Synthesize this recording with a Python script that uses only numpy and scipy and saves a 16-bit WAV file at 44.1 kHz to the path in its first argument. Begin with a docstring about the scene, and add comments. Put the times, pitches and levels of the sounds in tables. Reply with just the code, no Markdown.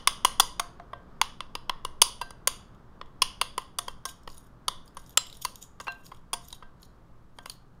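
"""Chopping and stirring in a glass bowl

A steel utensil works a stiff mixture in a hand-held glass bowl, close to a desk microphone.
Knocks excite the damped bowl's resonances and the free rim; ticks and scrapes excite its wall.
Each chop sways the desk as a slow decaying swing; decaying noise tails give a small furnished room.
Behind it lie a fan's shaped-noise rush, its narrow-band hums and a faint microphone hiss."""
import sys
import numpy as np
from scipy import signal
from scipy.fft import rfft, irfft, next_fast_len
from scipy.io import wavfile
from scipy.ndimage import map_coordinates

SR = 44100
rng = np.random.default_rng(int(sys.argv[2]) if len(sys.argv) > 2 else 0)


def int16_out(signal):
    """Quantize to a 16-bit WAV file."""
    q = np.round(np.clip(np.atleast_2d(signal).T, -1, 1) * 32767)
    wavfile.write(sys.argv[1], SR, q.astype(np.int16))


N = 343980


# Shifts of the blade's top band over time: (t/s, gain/dB)
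BLADE_TOP_GAIN = [(0, -1), (5.2, 0.5), (5.35, 1.5), (6.1, 4), (6.2, -1), (7.8, 5)]


def blade():
    """Sums knocks, ticks and scrape; the band above about 11.8 kHz rises and dips over time."""
    air = knocks() + ticks() + scrape()
    top = filtered(air, lambda hz: 1 / (1 + (11800 / (hz + 1)) ** 12))
    top_gain = amp(np.interp(np.arange(N) / SR, *np.transpose(BLADE_TOP_GAIN)))
    return air + (top_gain - 1) * top


# Blows of the blade, levels relative: (t/s, level/dB, thud f/Hz, thud level/dB, clack level/dB,
#  brightness level/dB, bounce length/ms, blade ping f/Hz, ping level/dB, rim ring level/dB,
#  rim f woken most/Hz, desk sway level/dB)
BLOWS = [(-0.1, -2, 1100, -9.5, -16, -2, 5, 4886, -14, -33, 2000, -44.5),
         (0.073, 1.5, 1112, -12.5, -15, 1, 4.8, 4810, -12, -32, 2213, -42),
         (0.248, 0.5, 1100, -12, -17, 0, 5, 4800, -15, -32.5, 2000, -41),
         (0.398, 4, 1020, -14.5, -17, 1, 7.3, 4900, -12, -33.5, 2000, -39),
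         (0.596, -8.5, 1062, -5.5, -21, 3.5, 5.021, 3140, -18, -21, 890, -43),
         (0.798, -30, 703, 4, -29, -3.5, 4.8, 3190, -13.5, -16, 650, -54),
         (0.932, -22.5, 565, 5.5, -14, -6, 3.6, 3270, -10, -13.5, 1250, -65),
         (1.214, -2, 902, -15, -17.5, -5.5, 2.03, 3090, -24, -28.5, 3200, -46),
         (1.405, -15.5, 1030, -5.5, -14, -3, 2.4, 2930, -31, -27, 2700, -50),
         (1.552, -13.5, 1040, -9.5, -14.5, -3, 3.1, 2870, -28, -27, 2700, -44.5),
         (1.695, -8.5, 1021, -6, -13.5, -9.5, 2.3, 2980, -19.5, -33, 2710, -40),
         (1.849, -12, 1030, -7.5, -17, -0.5, 2.887, 2857, -13, -32, 2400, -39.5),
         (2.017, 5, 978, -16, -17, 3.5, 6.8, 10500, -18.5, -35, 3496, -42),
         (2.213, -14.5, 1135, -9, -17, 0, 7.2, 4840, -8.5, -10.5, 1950, -47),
         (2.306, -29, 1050, -13, -21.5, 4.5, 4, 4788, -8, -18, 1800, -69),
         (2.473, -2.5, 1024, -12, -13, 5, 5, 9600, -22, -34, 2200, -54),
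         (3.013, -22.5, 1028, -4, -8, -15, 1.894, 2930, -18, -38.5, 1500, -47.5),
         (3.219, -1, 1040, -11.5, -10, 2.5, 6.43, 3360, -18.5, -28, 3200, -44.5),
         (3.413, -6, 1080, -9.5, -11, 2.5, 5.7, 3370, -21, -23.5, 2700, -45),
         (3.579, -11.5, 1040, -3.5, -9.5, 3.5, 4, 2930, -32, -28.5, 2500, -57),
         (3.786, -10.5, 1080, -7, -17, 5, 5.356, 9880, -13, -28.5, 1001, -53.5),
         (3.881, -18, 1114, -0.5, -13.5, 6.5, 3.8, 3240, -4, -24, 2320, -42),
         (4.053, -14, 1040, -6, -14.5, 8.5, 7.136, 5500, -11, -18.5, 1370, -70),
         (4.275, -23, 1030, 2, -7.5, 3, 3.4, 2940, -24, -36, 2200, -43),
         (4.681, -7, 1027, -7, -18.5, 1.5, 4.2, 3528, -8.5, -38, 1300, -43),
         (4.969, -23.5, 1066, -8, -20, 2.5, 6.5, 9466, -21, -24, 1496, -46),
         (5.173, 0.5, 1260, -24.5, -26.5, -10.5, 2.74, 7537, -18, -21.5, 4300, -55),
         (5.449, -11.5, 1000, -15, -20, 1.5, 5.1, 4390, -20.5, -20.5, 3000, -60),
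         (5.8, -26, 1080, -5, -15, 0.5, 8, 6720, -10.5, -11, 1797, -63),
         (5.869, -24.5, 886, -1, -24, -18, 7.2, 2500, -2, -5, 1600, -66.5),
         (5.88, -17.5, 877, -2.5, -18, -8, 4.2, 2697, -25, -2, 2100, -75),
         (6.116, -29, 950, -2, -21.5, -5, 8.4, 3330, -18, -33, 3500, -51),
         (6.331, -9, 1000, -8.5, -18, 6, 10.9, 9740, -4.5, -24.5, 1000, -52.5),
         (6.527, -25, 958, -12.5, -20, 7, 3.776, 3800, -4, -30, 2790, -46.5),
         (6.624, -32.5, 1190, 0, -17.5, -4.5, 9.7, 3280, -16, -11.5, 1510, -51),
         (7.386, -29, 1184, 0, -19.5, 1, 2.905, 3260, -8, -13, 1380, -74.5),
         (7.458, -21.5, 1080, -3.5, -13, 5, 2.579, 9710, -19, -23, 2800, -53.5),
         (7.497, -20.5, 1195, -25, -19.5, 1, 4.5, 4310, -10, -23.5, 4400, -69)]
# Share sent into the room: more for long bounces, deep thuds and weak blows
THROWN_DB, THROWN_DB_PER_MS, THROWN_WITH_THUD, THROWN_SHRINKS = -16.5, 0.38, 0.13, 0.037


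def knocks():
    """Each knock is a struck bowl plus a rim ring, both thrown into the room."""
    air, t = np.zeros(N), np.arange(SR // 4) / SR
    for s, db, thud_hz, thud_db, clack_db, bright_db, ms, ping_hz, ping_db, rim_db, rim_hz, _ in BLOWS:
        tilt = knock_colour(thud_db, clack_db, bright_db)
        ping = resonances([(thud_hz, 110, thud_db - 3), (ping_hz, 100, ping_db)])
        body, around = struck_bowl(t, db, ms, tilt, ping)
        ring = amp(db + rim_db) * rim_ring(t, rim_hz)
        thrown_db = THROWN_DB + THROWN_DB_PER_MS * min(ms, 8)
        thrown_db += THROWN_WITH_THUD * thud_db - THROWN_SHRINKS * db
        gain = amp(db - 0.9) / np.abs(body).max()
        knock = room(gain * body + ring, wet_db=thrown_db, spread=gain * around + ring)
        add(air, s + 0.00051, knock)
    return air


# Tone colour of a knock: (f/Hz, level/dB, share of thud dB, share of clack dB, share of brightness dB)
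KNOCK_COLOUR = [(600, -19.5, 1.0, 0, 0), (1100, 0, 1.0, 0, 0), (2000, -14, 0.77, 0.16, 0),
                (3200, -1.5, 0, 1.0, 0), (5720, -24, 0, 0.0449, 0.94), (10000, -19.5, 0, 0, 1.5),
                (14000, -26.5, 0, 0, 1.0327)]


def knock_colour(thud_db, clack_db, bright_db):
    """Where the blade lands sets the balance of thud, clack and brightness, as (f/Hz, level/dB)."""
    return [(hz, level + low * thud_db + mid * clack_db + high * bright_db)
            for hz, level, low, mid, high in KNOCK_COLOUR]


# Modes of the held bowl with its mixture, before a small random shift: (f/Hz, width/Hz, level/dB)
BOWL_MODES = [(527, 170, 7.5), (720, 110, -3.5), (1020, 140, 0), (1171, 490, -3.5), (1839.5, 130, -0.5),
              (2058, 230, -1.5), (2962, 230, 1), (3417.7, 270, 1.5), (3880, 310, -6), (4330, 140, -2.5),
              (4810, 400, 4.5), (5465, 730, 0), (6530, 140, 0.5), (6974, 130, -3.5), (7005, 500, -2.5),
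              (8340, 75, -7), (9603, 450, 2), (10950, 84, -3.5), (11600, 120, -5), (11822, 200, -4.5),
              (15600, 94, -1), (14200, 250, -2.5), (15300, 200, -5.5)]


def struck_bowl(t, db, ms, tilt, ping):
    """A sharp blow and weaker bounces drive bowl modes, crack and ping: near sound, sound all around."""
    blow = 0.66 * (t == 0)
    bounce_shape = np.exp(-(1000 * t / np.clip(ms, 1, 20)) ** 3)
    bounces = 0.082 * rng.standard_normal(len(t)) * bounce_shape
    modes = [(hz * rng.normal(1, .008), w, level + along(tilt, hz) + rng.normal(0, 2))
             for hz, w, level in BOWL_MODES]

    def contact(f):
        """A weak blow stays longer in contact, which dulls it."""
        return 1 / (1 + 2j * np.pi * f * 1.2e-5 * amp(-.3 * db)) ** 2

    def crack(f):
        """A dry crack in broad, steep-sided bands fills the gaps between modes."""
        return sum(amp(level - 14.0) * resonances([(hz, .8 * hz, 0)])(f) ** 2 for hz, level in tilt)

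    def near(f):
        """The bowl as heard directly."""
        return resonances(modes)(f) + crack(f) + ping(f)

    def everywhere(f):
        """What leaves in all directions: narrower modes and less crack."""
        narrow = resonances([(hz, .85 * w, level) for hz, w, level in modes])
        return narrow(f) + amp(-2) * crack(f) + ping(f)

    body = filtered(blow + bounces, lambda f: contact(f) * near(f))
    around = filtered(filtered(blow, everywhere), contact)
    around *= np.linalg.norm(body) / np.linalg.norm(around)
    return body, around


# Partials of the free rim: (f/Hz, level/dB, t60/s)
RIM_PARTIALS = [(699, 4, 0.21), (1574, -3.5, 0.21), (2730, -1, 0.095), (4073, -5, 0.14), (5500, -22.5, .12)]


def rim_ring(t, rim_hz):
    """Decaying sine partials of the rim, 16 dB weaker per octave away from the pitch woken most."""
    ring = np.zeros(len(t))
    for hz, level, t60 in RIM_PARTIALS:
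        away_db = 16 * abs(np.log2(hz / rim_hz))
        ring += amp(level - away_db - 60 * t / t60) * np.sin(2 * np.pi * hz * t)
    return ring * (1 - np.exp(-t / 0.0014))  # soft onset


# Small touches of the blade on glass and hard crumbs, levels relative: (t/s, level/dB, f/Hz)
TOUCHES = [(2.748, -56.5, 3250), (3.0594, -52, 3000), (3.6194, -41.5, 3010), (4.0898, -34, 3239),
           (4.2337, -52.5, 5440), (4.2914, -44, 3000), (4.301, -38.5, 5020), (4.33, -46.5, 4900),
           (4.3797, -36, 9730), (4.8592, -49, 9850), (4.878, -43, 4952), (4.948, -54, 12000),
           (5.017, -53, 9500), (5.0414, -53, 3480), (5.0629, -45, 5800), (5.0945, -40.5, 12650),
           (5.1372, -55, 3050), (5.268, -35, 3430), (5.2995, -37.5, 3730), (5.328, -31.5, 3850),
           (5.352, -39.5, 3380), (5.3706, -41, 10000), (5.421, -40, 4970), (5.6258, -31, 6940),
           (5.6376, -40.5, 6790), (5.8122, -36, 6660), (5.921, -40.5, 3770), (6.0463, -48, 5660),
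           (6.065, -38, 4480), (6.1474, -47, 3206), (6.1714, -51.5, 3250), (6.4517, -44, 6902),
           (6.4845, -36.5, 11900), (6.5055, -37.5, 3900), (6.7994, -59, 4135), (6.8204, -47.5, 11600),
           (6.8299, -38, 4230), (7.5187, -42, 3914), (7.7494, -66, 4277)]
# Modes of the glass wall, for ticks and scrape: (f/Hz, width/Hz, level/dB)
WALL_MODES = [(3220, 320, -4.5), (3770, 150, 0), (4900, 320, -6.5), (5610, 260, -3), (6740, 264.8, 1),
              (8680, 270, -3), (9724, 250, -2.5), (10620, 320, -5.5), (11900, 200, -3), (12700, 180, -12),
              (14027, 140, -4), (15200, 230, -11)]


def ticks():
    """A touch of a few ms: a blip at its own pitch that also wakes the wall, unevenly."""
    air, t = np.zeros(N), np.arange(SR // 20) / SR
    wall_tilt = [(5000, -5), (9000, -8.5)]  # how much of the wall a tick wakes: (f/Hz, level/dB)
    for s, db, hz in TOUCHES:
        touch = rng.standard_normal(len(t)) * np.exp(-t / 0.0025)
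        wall = [(c, w, level + along(wall_tilt, c) + rng.normal(0, 1.8)) for c, w, level in WALL_MODES]
        blip = filtered(touch, resonances([(hz, 450, 0)]))
        tick = filtered(touch, resonances(wall)) + amp(3) * blip
        tick *= amp(db + 1.5) / np.abs(tick).max()
        add(air, s - .0005, room(tick, wet_db=-11.5))
    return air


def scrape():
    """Tiny uneven catches on a smooth rub drive wall modes that come and go as the blade travels."""
    caught = rng.random(N) < 320 / SR  # about 320 catches a second
    catches = caught * rng.standard_normal(N) * amp(7 * rng.exponential(size=N))
    rub = unit(catches) * 2.3 + rng.standard_normal(N)
    wall = np.zeros(N)
    for k, mode in enumerate(WALL_MODES):
        wall += (-1) ** k * amp(1.8 * wobble(14)) * filtered(rub, resonances([mode]))
    level = pressure() * amp(5.1 * wobble(110))  # fast flutter gathers the catches in clumps
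    return room(amp(2.5) * level * unit(wall), wet_db=-12)[:N]


# Strokes of the blade along the wall, levels relative: (start t/s, length/s, level/dB)
WALL_STROKES = [(3.882, .03, -56.5), (4.081, 0.018, -41), (4.281, .13, -59), (4.434, 0.034, -65.5),
                (4.855, .03, -65), (4.98, 0.15, -59.5), (5.253, 0.1653, -61), (5.423, 0.025, -47),
                (5.49, .1, -65), (5.613, 0.033, -51), (5.81, 0.053, -60), (5.89, 0.13, -68),
                (6.039, 0.042, -57.5), (6.12, .06, -69), (6.42, 0.14, -55.5), (6.81, .04, -65),
                (7.363, .09, -68), (7.465, 0.078, -56)]
BITE_DB_PER_S, LIFT_DB_PER_S = 1500.5, 902  # how fast a stroke sets in and lets go


def pressure():
    """The blade's rub on the wall: each stroke sets in, holds and lets go."""
    t = np.arange(N) / SR
    total = np.zeros(N)
    for s, length, db in WALL_STROKES:
        bite = BITE_DB_PER_S * (t - s)
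        lift = LIFT_DB_PER_S * (s + length - t)
        total += amp(db + np.minimum(0, np.minimum(bite, lift)))
    return total


def sway():
    """Chops rock the desk through arm and chair: decaying 13 Hz swings over a faint steady rumble."""
    desk, t = np.zeros(N), np.arange(SR // 2) / SR
    swing = -np.sin(2 * np.pi * 13 * t) * amp(-60 * t / .5) * (1 - np.exp(-t / 0.037))
    for s, *_, sway_db in BLOWS:
        add(desk, s - .02, amp(sway_db + 14.5) * swing)
    rumble = unit(filtered(rng.standard_normal(N), resonances([(8.8, 6, 0)])))
    return desk + amp(-52.5 + wobble(3.7)) * rumble


# Spectrum of the fan's rush, relative: (f/Hz, level/dB per Hz)
FAN_RUSH = [(20, -0.5), (60, 3), (100, -6.5), (200, -5), (400, -12), (800, -16), (1150, -13), (1600, -21.5),
            (2500, -37), (3300, -36), (5000, -41), (7000, -50), (10000, -62)]
# Narrow hums of the fan: (f/Hz, width/Hz, rms level/dB)
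FAN_HUM = [(42, 6.9, -64), (122.6, 7.6, -60.5), (172, 9.9, -65)]
FAN_START_DB, FAN_FADES_DB_PER_S = -49, 0.89


def fan():
    """Shaped noise as a slightly unsteady rush that slowly sinks, with steady narrow-band hums."""
    rush = filtered(rng.standard_normal(N), lambda hz: amp(along(FAN_RUSH, hz)))
    rush_db = FAN_START_DB - FAN_FADES_DB_PER_S * np.arange(N) / SR + 0.67 * wobble(5.2)
    air = amp(rush_db) * unit(rush)
    for hz, width, db in FAN_HUM:
        air += amp(db) * unit(filtered(rng.standard_normal(N), resonances([(hz, width, 0)])))
    return air


# Spectrum of the microphone's own noise, relative: (f/Hz, level/dB per Hz)
MIC_HISS = [(1500, -4.5), (5000, -0.5), (9000, -3.5), (16000, -7)]


def hiss():
    """The microphone's steady, faint noise."""
    return amp(-81) * unit(filtered(rng.standard_normal(N), lambda hz: amp(along(MIC_HISS, hz))))


# Decay of the small furnished room: (f/Hz, t60/s)
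ROOM_DECAY = [(300, .45), (1000, 0.35), (3000, 0.38), (6000, 0.34), (10000, 0.28), (16000, 0.18)]


def room(sound, wet_db, spread=None):
    """Adds a noise tail dying band by band; spread, if given, is what leaves in all directions."""
    hz, t, z = signal.stft(rng.standard_normal(SR // 2), SR, nperseg=256)
    decay = amp(-60 * t / along(ROOM_DECAY, hz)[:, None])
    tail = signal.istft(z * decay, SR, nperseg=256)[1]
    tail *= np.clip(np.arange(len(tail)) / SR / .006, 0, 1)  # builds up over 6 ms
    tail *= amp(wet_db) / np.linalg.norm(tail)
    air = signal.fftconvolve(sound if spread is None else spread, tail)
    add(air, 0, sound)
    return air


def resonances(modes):
    """The causal response of (f/Hz, width/Hz, level/dB) modes, neighbours in opposite phase."""
    def response(f):
        return sum((-1) ** k * amp(db) * 1j * f * w / (c * c - f * f + 1j * f * w)
                   for k, (c, w, db) in enumerate(modes))
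    return response


def filtered(x, response):
    """x times a complex response of frequency."""
    m = next_fast_len(len(x) + SR // 4)
    return irfft(rfft(x, m) * response(np.fft.rfftfreq(m, 1 / SR)), m)[:len(x)]


def wobble(rate):
    """A smooth random curve, rate knots a second."""
    knots = rng.standard_normal(int(N * rate / SR) + 4)
    return map_coordinates(knots, [np.arange(N) * rate / SR])


def along(points, hz):
    """(f/Hz, value) points read on a log frequency axis."""
    f, v = np.transpose(points)
    return np.interp(np.log(hz + 1), np.log(f + 1), v)


def amp(db):
    """Gain of a level in dB."""
    return 10 ** (np.asarray(db) / 20)


def unit(x):
    """Scaled to rms 1."""
    return x / np.sqrt(np.mean(x ** 2) + 1e-20)


def add(track, s, sound):
    """Mixes a sound in at time s; what lies before time 0 is lost."""
    start = round(s * SR)
    sound = sound[max(0, -start):]
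    part = track[max(0, start):][:len(sound)]
    part += sound[:len(part)]


def scene():
    """All sources at the one microphone."""
    return (blade() + sway() + fan() + hiss())[None]


def record(dry):
    """The preamp rounds off high peaks; the treble fades from 15.5 kHz and ends steeply near 16.6 kHz."""
    soft = dry[0] / (1 + np.abs(dry[0] / .95) ** 4) ** (1 / 4)
    fade = [(15500, -2.5), (16200, -16.0)]  # (f/Hz, level/dB), flat outside
    return filtered(soft, lambda hz: amp(along(fade, hz)) / (1 + (hz / 16600) ** 150))[None]


dry = scene()
out = record(dry)
int16_out(out)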